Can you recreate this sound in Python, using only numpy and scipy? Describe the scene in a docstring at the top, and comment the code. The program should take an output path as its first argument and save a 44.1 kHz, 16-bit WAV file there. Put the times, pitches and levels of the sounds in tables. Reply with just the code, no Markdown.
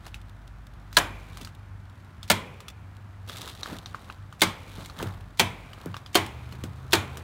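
"""A yard outdoors: close to the microphone a kneeling man fires six staples into the wooden frame of a wire pen.
Each shot is a steel crack of filtered noise; dying modes ring the boards, and fading noise answers from the yard.
Between shots the tool and the wire tick (short rings), the handle springs back, and the frame is bumped.
A feed bag rustles and creases (noise shaped by random grains, and sharp pulses).
Far off there is a wash of traffic noise, and two engines hum as harmonics of their turning rates."""
import sys
import numpy as np
from scipy import signal
from scipy.fft import rfft, irfft
from scipy.io import wavfile

SR = 44100
rng = np.random.default_rng(int(sys.argv[2]) if len(sys.argv) > 2 else 0)


def inscribe(sig):
    """Save sig as 16-bit PCM at rate SR to the path in sys.argv[1].

    A 1-D sig is mono; a 2-D sig holds one channel per row.
    Samples are clipped to [-1, 1] before scaling.
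    """
    pcm = np.round(np.clip(np.atleast_2d(sig).T, -1, 1) * 32767)
    wavfile.write(sys.argv[1], SR, pcm.astype(np.int16))


N = 318843  # length in samples

# colour of a sharp metal click: (f/Hz, level/dB)
STEEL_COLOUR = [(500, -26), (2000, -2.5), (4000, -3.5), (8000, -6.5), (11000, -12.5), (16000, -13.5)]
# bending modes of the long bottom rail: (f/Hz, level/dB, t60/s)
RAIL_MODES = [(180.9, 1, 0.21), (227, -6, 0.37)]
# colour of crinkling woven plastic: (f/Hz, level/dB)
CRINKLE_COLOUR = [(1500, -9.5), (2800, 2), (3700, 6), (5200, -4), (8000, -6.5), (16000, -13.5)]


def amp(db):
    """Amplitude factor of a level in dB."""
    return 10 ** (np.asarray(db) / 20)


def unit(x):
    """Scales x to an RMS of one."""
    return x / np.sqrt(np.mean(x ** 2) + 1e-20)


def read(points, hz):
    """A table's value at hz, on a log-frequency axis; the added 1 Hz keeps the log finite at zero."""
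    f, value = np.transpose(points)
    return np.interp(np.log(hz + 1), np.log(f), value)


def clock(seconds):
    """Time axis in s, from zero."""
    return np.arange(int(seconds * SR)) / SR


def add(mix, s, sound):
    """Lays a sound into the mix at s seconds, cut off at the end of the mix."""
    part = mix[max(round(s * SR), 0):][:len(sound)]
    part += sound[:len(part)]


def rise(t, seconds):
    """A smooth onset from 0 towards 1, at 63 % after the given time."""
    return 1 - np.exp(-(t / seconds) ** 2)


def resonances(size, depth_db, width_hz):
    """Gain over frequency of many small resonances at chance places."""
    hz = np.fft.rfftfreq(size, 1 / SR)
    heights = rng.standard_normal(len(hz))
    return amp(depth_db * np.interp(hz / width_hz, np.arange(len(hz)), heights))


def noise(spectrum, size, ripple_db=0):
    """Random-phase noise of unit RMS with a given colour, perhaps rippled by resonances."""
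    hz = np.fft.rfftfreq(size, 1 / SR)
    gain = amp(read(spectrum, hz)) * resonances(size, ripple_db, width_hz=110)
    phase = 2 * np.pi * rng.random(len(hz))
    return unit(irfft(gain * np.exp(1j * phase), size))


def resonant_noise(hz, width_hz, size):
    """White noise through one resonance of the given bandwidth, at unit RMS."""
    r = np.exp(-np.pi * width_hz / SR)
    poles = [1, -2 * r * np.cos(2 * np.pi * hz / SR), r * r]
    return unit(signal.lfilter([1, 0, -1], poles, rng.standard_normal(size)))


def fade(x, t, t60s):
    """Lets each band of x die at its own speed, as treble and bass do in the open."""
    hz, z = np.fft.rfftfreq(len(x), 1 / SR), rfft(x)
    centres, times = np.transpose(t60s)
    out = np.zeros(len(x))
    for row, t60 in zip(np.eye(len(times)), times):
        share = np.interp(np.log(hz + 1), np.log(centres), row)  # triangular band around its centre
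        out += irfft(z * share, len(x)) * amp(-60 * t / t60)
    return out


def ring(modes, t, detune=.01, spread_db=2):
    """Dying modes; each blow lands on another spot and weights them anew."""
    chance = rng.uniform(-1.06, 1, (len(modes), 3))  # for level, tuning and phase
    out = np.zeros(len(t))
    for (hz, db, t60), (a, b, c) in zip(modes, chance):
        level = amp(db + spread_db * a - 60 * t / t60)
        out += level * np.sin(2 * np.pi * hz * (1 + detune * b) * t + np.pi * c)
    return out


def click(spectrum, size):
    """One sharp minimum-phase impulse of unit peak with a given colour."""
    log_gain = np.log(amp(read(spectrum, abs(np.fft.fftfreq(size, 1 / SR)))))
    pulse = np.fft.ifft(np.exp(np.conj(signal.hilbert(log_gain)))).real
    return pulse / abs(pulse).max()


def clack(t, db, t60):
    """A short bright burst of steel on steel."""
    return amp(db - 60 * t / t60) * noise(STEEL_COLOUR, len(t)) * rise(t, 0.00065)


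def bending_pulse(spectrum, delay_s, lowest_hz, size, knee_hz=980, cut=0.71):
    """A blow that travels along the board: treble first, bass last, thinned towards and below lowest_hz."""
    hz = np.fft.rfftfreq(size, 1 / SR)
    arrival_s = delay_s * np.hypot(1, knee_hz / np.maximum(hz, 80))
    phase = -2 * np.pi * np.cumsum(arrival_s) * hz[1]  # the slope of the phase is the arrival time
    gain = amp(read(spectrum, hz)) * rise(hz, cut * lowest_hz) ** 2
    pulse = irfft(gain * np.exp(1j * phase), size)
    return pulse / abs(pulse).max()


def boom(t, build_s=0.037, swell_db=19):
    """The blow spreads through the pen, whose low modes swell late."""
    # slow sway of the whole pen, ahead of the gain swell_db: (f/Hz, level/dB, t60/s)
    pen_modes = [(96.3, 1, 0.25), (129.1, -12, 0.39), (179.4, -7, 0.22)]
    return amp(swell_db) * ring(pen_modes, t, detune=0.021, spread_db=0) * rise(t, build_s) ** 2


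def grains(per_s, size_db, decay_s):
    """Level of many tiny random snaps, a few of them large, that add up in power."""
    sizes = amp(size_db * np.minimum(rng.exponential(1, N), 4))
    snaps = sizes * (rng.random(N) < per_s / SR)
    power = signal.lfilter([1], [1, -np.exp(-2 / (decay_s * SR))], snaps ** 2)
    return unit(np.sqrt(power))


def distance(air_db=-47.5, air_waver_db=0.26, idle_hz=48.77, waver=0.0083, idle_flutter_db=3.5,
             vehicle_db=-46, vehicle_flutter_db=1):
    """Far off: a wash of traffic noise, an engine idling at its firing rate, and a vehicle gathering speed."""
    # colour of distant traffic: (f/Hz, level/dB)
    air_colour = [(24, -37.5), (45, -21), (70, -5.5), (100, -5), (130, -10.5), (290, -23), (450, -32.5),
                  (700, -27.5), (1450, -27.5), (2600, -39), (5200, -49), (16000, -59.5)]
    # level of the idling engine over time: (t/s, first harmonic/dB, second harmonic/dB)
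    idle_levels = [(0, -49.5, -53.5), (1.349, -46.5, -51.5), (1.799, -58, -50.5), (3.3, -64, -48),
                   (5.5, -50, -54), (7.23, -66, -56)]
    # harmonics of the vehicle's shaft: (multiple of the shaft rate, level/dB over vehicle_db)
    shaft_orders = [(3, 0), (5, 1.5)]
    slow = [(1, -4.0), (4, -5.0), (14, -46.0), (40, -120)]  # spectrum of slow wavering: (f/Hz, level/dB)
    t = np.arange(N) / SR
    out = amp(air_db + air_waver_db * noise(slow, N)) * noise(air_colour, N)

    angle = 2 * np.pi * np.cumsum(idle_hz * (1 + waver * noise(slow, N))) / SR
    s, first_db, second_db = np.transpose(idle_levels)
    idle = amp(np.interp(t, s, first_db)) * np.sin(angle)
    idle += amp(np.interp(t, s, second_db)) * np.sin(2 * angle)
    out += np.sqrt(2) * idle * amp(idle_flutter_db * noise(slow, N))

    # the vehicle pulls away: its shaft speeds up evenly, then holds
    start_s, swell_s, speed_up_s = 6.2, 0.1, 0.604
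    from_hz, to_hz = 23, 25.86
    since = np.maximum(t - start_s, 0)
    shaft_hz = np.interp(since, [0, speed_up_s], [from_hz, to_hz])
    angle = 2 * np.pi * np.cumsum(shaft_hz) / SR
    for order, order_db in shaft_orders:
        level = amp(vehicle_db + order_db + vehicle_flutter_db * noise(slow, N)) * rise(since, swell_s)
        out += np.sqrt(2) * level * np.sin(round(order) * angle)
    return out


def pings(per_s=12, size_db=3, t60=0.016):
    """The bag's edge plucks six wires of the mesh at random, each with its own short note."""
    out, t = np.zeros(N), clock(.04)
    for hz in np.geomspace(3200, 4400, num=6):
        sizes = amp(size_db * np.minimum(rng.exponential(1, N), 2))
        plucks = sizes * (rng.random(N) < per_s / SR)
        note = ring([(hz, 0, t60), (hz * 1.5, -4, t60), (hz * 1.9, -16, t60 / 2)], t)
        out += signal.oaconvolve(plucks, note)[:N]
    return unit(out)


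def rustle(fidget_db=-72.5, move_range_db=20.5):
    """Woven plastic and cloth slide and crinkle as he shifts and drags the bag, and never quite rest."""
    # colour of sliding cloth: (f/Hz, level/dB)
    scrape_colour = [(150, 6.5), (500, -2), (1200, -0.5), (2200, -11.5), (4000, -33)]
    # he shifts his weight or his grip: (fullest at t/s, swell/s, settle/s, scrape level/dB, crinkle level/dB)
    moves = [(0.066, 0.054, 0.046, -44.5, -52.5), (1.41, 0.47, 0.087, -51.5, -55),
             (3.709, 0.12, 0.1, -37, -46.5), (4.09, 1, 0.17, -51, -60), (4.83, 0.45, 0.18, -47, -50.5),
             (5.009, 0.065, 0.2, -35, -48), (5.84, 0.45, 0.24, -48.5, -60.5), (6.55, 1, 0.89, -52.5, -62),
             (7.2, 0.71, 0.17, -47, -60.5)]
    t = np.arange(N) / SR
    scrape = noise(scrape_colour, N) * grains(1100, 2.6, .003)
    crinkle = noise(CRINKLE_COLOUR, N) * grains(1200, 3.7, .0011)
    out = amp(fidget_db) * noise(CRINKLE_COLOUR, N) * grains(110, 4, .004)
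    # a move gains move_range_db over its swell and loses it as it settles
    for s, swell_s, settle_s, scrape_db, crinkle_db in moves:
        away = np.maximum((s - t) / swell_s, (t - s) / settle_s)
        shape = amp(-move_range_db * np.minimum(away, 10))
        out += shape * (amp(scrape_db) * scrape + amp(crinkle_db) * crinkle)

    # the feed bag is pulled aside in one stroke that slowly loses contact with the mesh
    start_s, attack_s, hold_s, drag_t60 = 3.272, 0.0033, 0.21, 0.35
    drag_scrape_db, drag_crinkle_db = -48, -47.5
    since = np.maximum(t - start_s, 0)
    pull = rise(since, attack_s) * amp(-60 * np.maximum(since - hold_s, 0) / drag_t60)
    out += pull * (amp(drag_scrape_db) * scrape + amp(drag_crinkle_db) * crinkle)

    # wires are plucked most as the stroke dies away
    pings_db, pings_at_s, pings_width_s = -61, 3.58, 0.17
    plucking = rise(since, attack_s) * np.exp(-((t - pings_at_s) / pings_width_s) ** 2)
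    return out + amp(pings_db) * plucking * pings()


def creases(t60=0.022, crackle_db=-13):
    """Stiff folds of the bag snap through, each a sharp tick and a short dry crackle."""
    # folds that snap over: (t/s, level/dB)
    folds = [(.082, -38), (.216, -39), (.296, -41), (.478, -37), (0.669, -37.5), (1.55, -35), (2.968, -41),
             (3.361, -31), (3.384, -25), (3.417, -19), (3.488, -27), (3.4995, -27.5), (3.551, -33),
             (3.575, -34), (3.599, -35), (3.609, -30), (3.668, -28), (3.767, -27.5), (3.7867, -27),
             (4.125, -36), (4.989, -24.5), (5.072, -30.5), (5.209, -37.5), (5.815, -36)]
    out, t = np.zeros(N), clock(0.083)
    for s, db in folds:
        crackle = amp(crackle_db - 60 * t / t60) * noise(CRINKLE_COLOUR, len(t))
        add(out, s, amp(db) * (click(CRINKLE_COLOUR, len(t)) + crackle))
    return out


def bumps(t60=0.18, travel_s=0.0016):
    """Hand, knee and gun nudge the frame: a falling knock, a dull thud, then the sway of the pen."""
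    # dull bumps on the frame: (t/s, thud level/dB, woody knock level/dB, boom of the pen/dB ahead of its swell)
    nudges = [(1.41, -42.5, -39, -50), (3.724, -33.5, -35, -48), (4.78, -37, -40, -51),
              (5.0253, -28.5, -22.5, -34), (5.8577, -32, -25.5, -40.5), (6.521, -41, -44, -50),
              (6.636, -33.5, -33, -39), (7.179, -44, -36, -44)]
    # colour of the thud: (f/Hz, level/dB)
    thud_colour = [(60, -18), (180, 10), (420, -5), (800, -18), (1500, -13), (4000, -39)]
    # a soft blow carried along the board: (f/Hz, level/dB)
    knock_colour = [(110, 0), (450, 4.5), (720, -9), (1500, -28)]
    out, t = np.zeros(N), clock(0.5)
    for s, thud_db, knock_db, boom_db in nudges:
        thud = amp(thud_db - 60 * t / t60) * noise(thud_colour, len(t)) * rise(t, 0.0034)
        knock = amp(knock_db) * bending_pulse(knock_colour, travel_s, RAIL_MODES[0][0], len(t))
        add(out, s, thud + knock + amp(boom_db) * boom(t))
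    return out


def ticks(t60=0.013, echo_db=-16.0, echo_t60=0.13, repeat_s=0.0057, repeat_db=-12):
    """Small metal contacts: a snap that repeats faintly, a short ring and a hollow knock, with close echoes."""
    # ticks of tool and wire: (t/s, tick level/dB, ring f/Hz, hollow knock level/dB, snap level/dB)
    contacts = [(0.0653, -42, 2700, -36, -38), (0.1432, -32.5, 2520, -37.5, -37),
                (0.9279, -40, 3660, -41, -37), (1.372, -44, 3130, -34.5, -36),
                (1.448, -34.5, 4300, -38, -34.5), (1.473, -44, 2850, -33.5, -44),
                (2.2299, -32, 3320, -36, -37), (2.6038, -43.5, 2770, -33.5, -40),
                (3.2964, -33.5, 3350, -26.5, -36), (3.3687, -39, 3520, -34.5, -32),
                (3.4762, -32, 3360, -29, -35), (3.632, -26.5, 3730, -25.5, -37),
                (3.6594, -43, 3260, -23, -50), (3.8595, -30.5, 3750, -33.5, -45),
                (3.946, -47, 2800, -19.5, -65), (4.0995, -39, 2540, -23.5, -58),
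                (4.326, -50, 3060, -30.5, -46), (4.8586, -50, 3270, -46, -35.5),
                (4.898, -39, 3900, -31, -44), (4.9998, -43, 2800, -24, -48), (5.027, -32, 2600, -34, -30.5),
                (5.7324, -39, 3030, -37, -44), (5.9429, -36.5, 2840, -21.5, -49),
                (5.9666, -36, 3520, -25.5, -37.5), (6.0617, -35.5, 3170, -35, -47),
                (6.263, -38, 3000, -41, -34), (6.5241, -37.5, 2730, -36.5, -41),
                (6.6377, -41.5, 3040, -32, -32.5), (7.1714, -43, 2870, -33, -32)]
    out, t = np.zeros(N), clock(0.34)
    strike = amp(-60 * t / t60) * rise(t, 0.0005)
    echo = amp(echo_db - 60 * t / echo_t60) * rise(t, 0.0011)
    for s, tick_db, hz, knock_db, snap_db in contacts:
        tick, knock = amp(tick_db), amp(knock_db)
        metal = ring([(hz, 0, .016), (hz * 1.1, -2, .014), (hz * 1.55, -6, .012)], t, spread_db=-6.0)
        hollow = ring([(1228, -1.3, 0.012), (1558, -8.0, 0.013)], t, detune=0.039, spread_db=0.5)
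        direct = (tick * metal + knock * hollow) * rise(t, 0.00015)
        scattered = tick * resonant_noise(hz, 1200, len(t))
        scattered += knock * resonant_noise(1100, 450, len(t)) / 2
        snap = amp(snap_db) * noise(STEEL_COLOUR, len(t))
        add(out, s, direct + scattered * echo + snap * (strike + echo))
        add(out, s + repeat_s, amp(repeat_db) * snap * strike)
    return out


def releases(rebound_s=0.018, rebound_db=-10):
    """The handle hits its stop, rings the steel housing and bounces once."""
    # the handle springs back: (t/s, housing ring level/dB, snap level/dB)
    springs = [(1.412, -43, -38.5), (2.6825, -38.5, -36.5)]
    # modes of the steel housing: (f/Hz, level/dB, t60/s)
    housing_modes = [(1240, -2, 0.037), (2630, -1, 0.037), (2920, -4, .025), (3470, 0.5, 0.048),
                     (5750, -16, 0.085)]
    out, t = np.zeros(N), clock(0.24)
    for s, ring_db, snap_db in springs:
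        for late_s, db in (0, 0), (rebound_s, rebound_db):
            housing = amp(ring_db + db) * ring(housing_modes, t)
            add(out, s + late_s, housing + clack(t, snap_db + db, 0.04))
    return out


def staples(hold_s=0.0039, near_db=-23, far_db=-43, far_t60=1.38, steel_t60=0.009, spot_t60=0.069,
            spot_damping=0.21, strike_db=-14, latch_db=-47, grind_db=-52,
            mesh_db=-54, mesh_hz=2410, mesh_width_hz=35):
    """The latch slips, the striker rings, the staple seats, the gun kicks back, boards and yard answer."""
    # one row a staple: (t/s, crack level/dB, boards level/dB, rail level/dB, boom of the pen/dB ahead of its swell,
    #   rebound delay/s, rebound level/dB, steel ring f/Hz, its level/dB ahead of a doubling,
    #   seating knock level/dB, its treble delay/s, latch slips this early/s, slip level/dB,
    #   low, middle and high note of the struck spot, each (f/Hz, level/dB))
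    shots = [(0.967, -11, -29, -46, -47, 0.016, -16, 3930, -8.5, -15.5, 0.0062, 0.0043, -50, [(560, -21.5),
             (1000, -14.5), (1650, -11)]),
             (2.2990, -12, -29.5, -25, -38.5, 0.015, -14, 3950, -11, -11, 0.0066, 0.0051, -52.5, [(587, -17.5),
             (1000, -20), (1410, -16)]),
             (4.416, -14.5, -23.5, -28, -36.5, 0.017, -18, 3580, -9, -10, 0.0066, 0.008, -28, [(392, -20),
             (991, -18.5), (2130, -13)]),
             (5.3942, -15, -27.5, -25.5, -35.5, 0.017, -25, 3360, -10, -6.5, 0.0072, 0.0039, -30, [(390, -19),
             (895, -13.5), (2700, -23)]),
             (6.1513, -13.5, -21, -35, -36.5, .019, -23, 3110, -17, -13.5, 0.0069, 0.0056, -20.5, [(335, -12.5),
             (721, -15.5), (3270, -21)]),
             (6.9299, -13.5, -22, -35, -34.5, 0.021, -22, 3470, -11, -9, 0.0068, 0.0071, -22, [(350, -16),
             (899, -15), (1680, -19)])]
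    # colour of the crack: (f/Hz, level/dB), and how its bands die: (f/Hz, t60/s)
    crack_colour = [(90, -22.5), (200, -9.5), (380, -7), (520, -5), (1200, -4.5), (1660, -2), (2550, -5.5),
                    (3550, -2.5), (4580, -2.5), (5050, -19.5), (7900, -12), (10400, -15), (16000, -14.5)]
    crack_t60s = [(200, 0.066), (700, 0.16), (2000, 0.09), (4000, 0.044), (6000, 0.055), (15000, 0.023)]
    # a blow carried along the board: (f/Hz, level/dB)
    seat_colour = [(150, -3), (320, 3.5), (500, -4.5), (800, 0), (2000, -7), (3700, -4.5), (5500, -12),
                   (16000, -45)]
    # modes of the frame with the gun pressed on it: (f/Hz, level/dB, t60/s)
    board_modes = [(319.4, -3.5, 0.22), (399, -1, 0.15), (695, -2.5, 0.12), (896, -5.5, 0.17),
                   (1092, -9, 0.28), (1240, -7.5, 0.093), (1650, -12, 0.033), (1980, -5.5, 0.04),
                   (2260, -7, 0.14), (3130, 3.5, 0.079), (3660, -3.5, 0.13), (4060, -6, 0.08),
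                   (4290, -5, 0.089), (4560, -6.5, 0.07)]
    # close echoes of the pen: (f/Hz, level/dB), and how their bands die: (f/Hz, t60/s)
    near_colour = [(100, -13), (200, -5), (450, -13), (1000, -4), (1500, -9.5), (2300, -5.5), (2700, -10.5),
                   (3400, -6), (5000, -18), (7500, -18.5), (16000, -29)]
    near_t60s = [(150, 0.62), (1000, 0.44), (4000, 0.28), (15000, 0.25)]
    # echoes from the trees: (f/Hz, level/dB)
    far_colour = [(120, -17), (400, 5.5), (1000, -3.5), (1750, -9.5), (2100, 0), (2450, 1), (2750, -5),
                  (5000, -19.5), (16000, -29.5)]
    out, t = np.zeros(N), clock(0.92)
    for (s, db, boards_db, rail_db, boom_db, rebound_s, rebound_db, steel_hz, steel_db,
         seat_db, seat_s, slip_s, slip_db, spot) in shots:
        # the latch ticks and grinds off the striker just before the blow
        add(out, s - .0215, clack(t, latch_db, 0.1))
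        grind = amp(grind_db - 60 * t / .2) * resonant_noise(steel_hz, 900, len(t))
        add(out, s - .013, grind * rise(t, .001))
        slip_ring = ring([(steel_hz, slip_db, .02)], t) * rise(t, 0.00056)
        add(out, s - slip_s, clack(t, slip_db, 0.015) + slip_ring)

        # steel parts chatter for a few milliseconds before the crack dies
        crack = fade(noise(crack_colour, len(t)), np.maximum(t - hold_s, 0), crack_t60s)
        add(out, s, amp(db) * crack * rise(t, 0.002))
        add(out, s + 0.0012, clack(t, strike_db, 0.054))
        steel = 2 * ring([(steel_hz, steel_db, steel_t60)], t, spread_db=0.9)
        add(out, s + 0.0017, steel * rise(t, 0.00055))

        # the staple seats and the wood gives way, most of all at the notes of the struck spot
        add(out, s, amp(seat_db) * bending_pulse(seat_colour, seat_s, spot[0][0], len(t)))
        notes = []
        for hz, note_db in spot:
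            notes.append((hz, note_db, spot_t60 * (1000 / hz) ** spot_damping))  # low notes last longer
        wood = amp(boards_db) * ring(board_modes, t, detune=0.014, spread_db=-1.0)
        wood += ring(notes, t, detune=0.0017, spread_db=0.0)
        rail = amp(rail_db) * ring(RAIL_MODES, t, spread_db=1.5)
        add(out, s + 0.002, (wood + rail) * rise(t, 0.0015))
        add(out, s, amp(boom_db) * boom(t))

        # the gun kicks back with a second bright burst
        add(out, s + rebound_s, clack(t, rebound_db, 0.038))

        # the pen resounds, its wire mesh sings on, and a diffuse echo returns from the trees
        near = fade(noise(near_colour, len(t), ripple_db=2.5), t, near_t60s)
        add(out, s, amp(near_db) * near * rise(t, 0.0074))
        far = amp(far_db) * noise(far_colour, len(t), ripple_db=2.5)
        mesh = amp(mesh_db) * resonant_noise(mesh_hz * rng.uniform(0.95, 1.02), mesh_width_hz, len(t))
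        add(out, s, (far + mesh) * amp(-60 * t / far_t60) * rise(t, 0.059))
    return out


def scene():
    """All layers, from the far engines to the staples, on one channel."""
    background = distance() + rustle() + creases()
    close = bumps() + ticks() + releases() + staples()
    return (background + close)[None]


def record(dry, ceiling=1.0, rumble_hz=33, edge_hz=15850):
    """The loudest peaks are rounded off; the microphone sheds deep rumble; then the band limit."""
    rounded = dry / (1 + (dry / ceiling) ** 4) ** (1 / 4)
    highpass = signal.butter(4, rumble_hz, "highpass", fs=SR, output="sos")
    lean = signal.sosfilt(highpass, rounded)
    lowpass = signal.firwin(255, edge_hz, window=("kaiser", 8), fs=SR)
    return signal.oaconvolve(lean, lowpass[None], "same")


dry = scene()
out = record(dry)
inscribe(out)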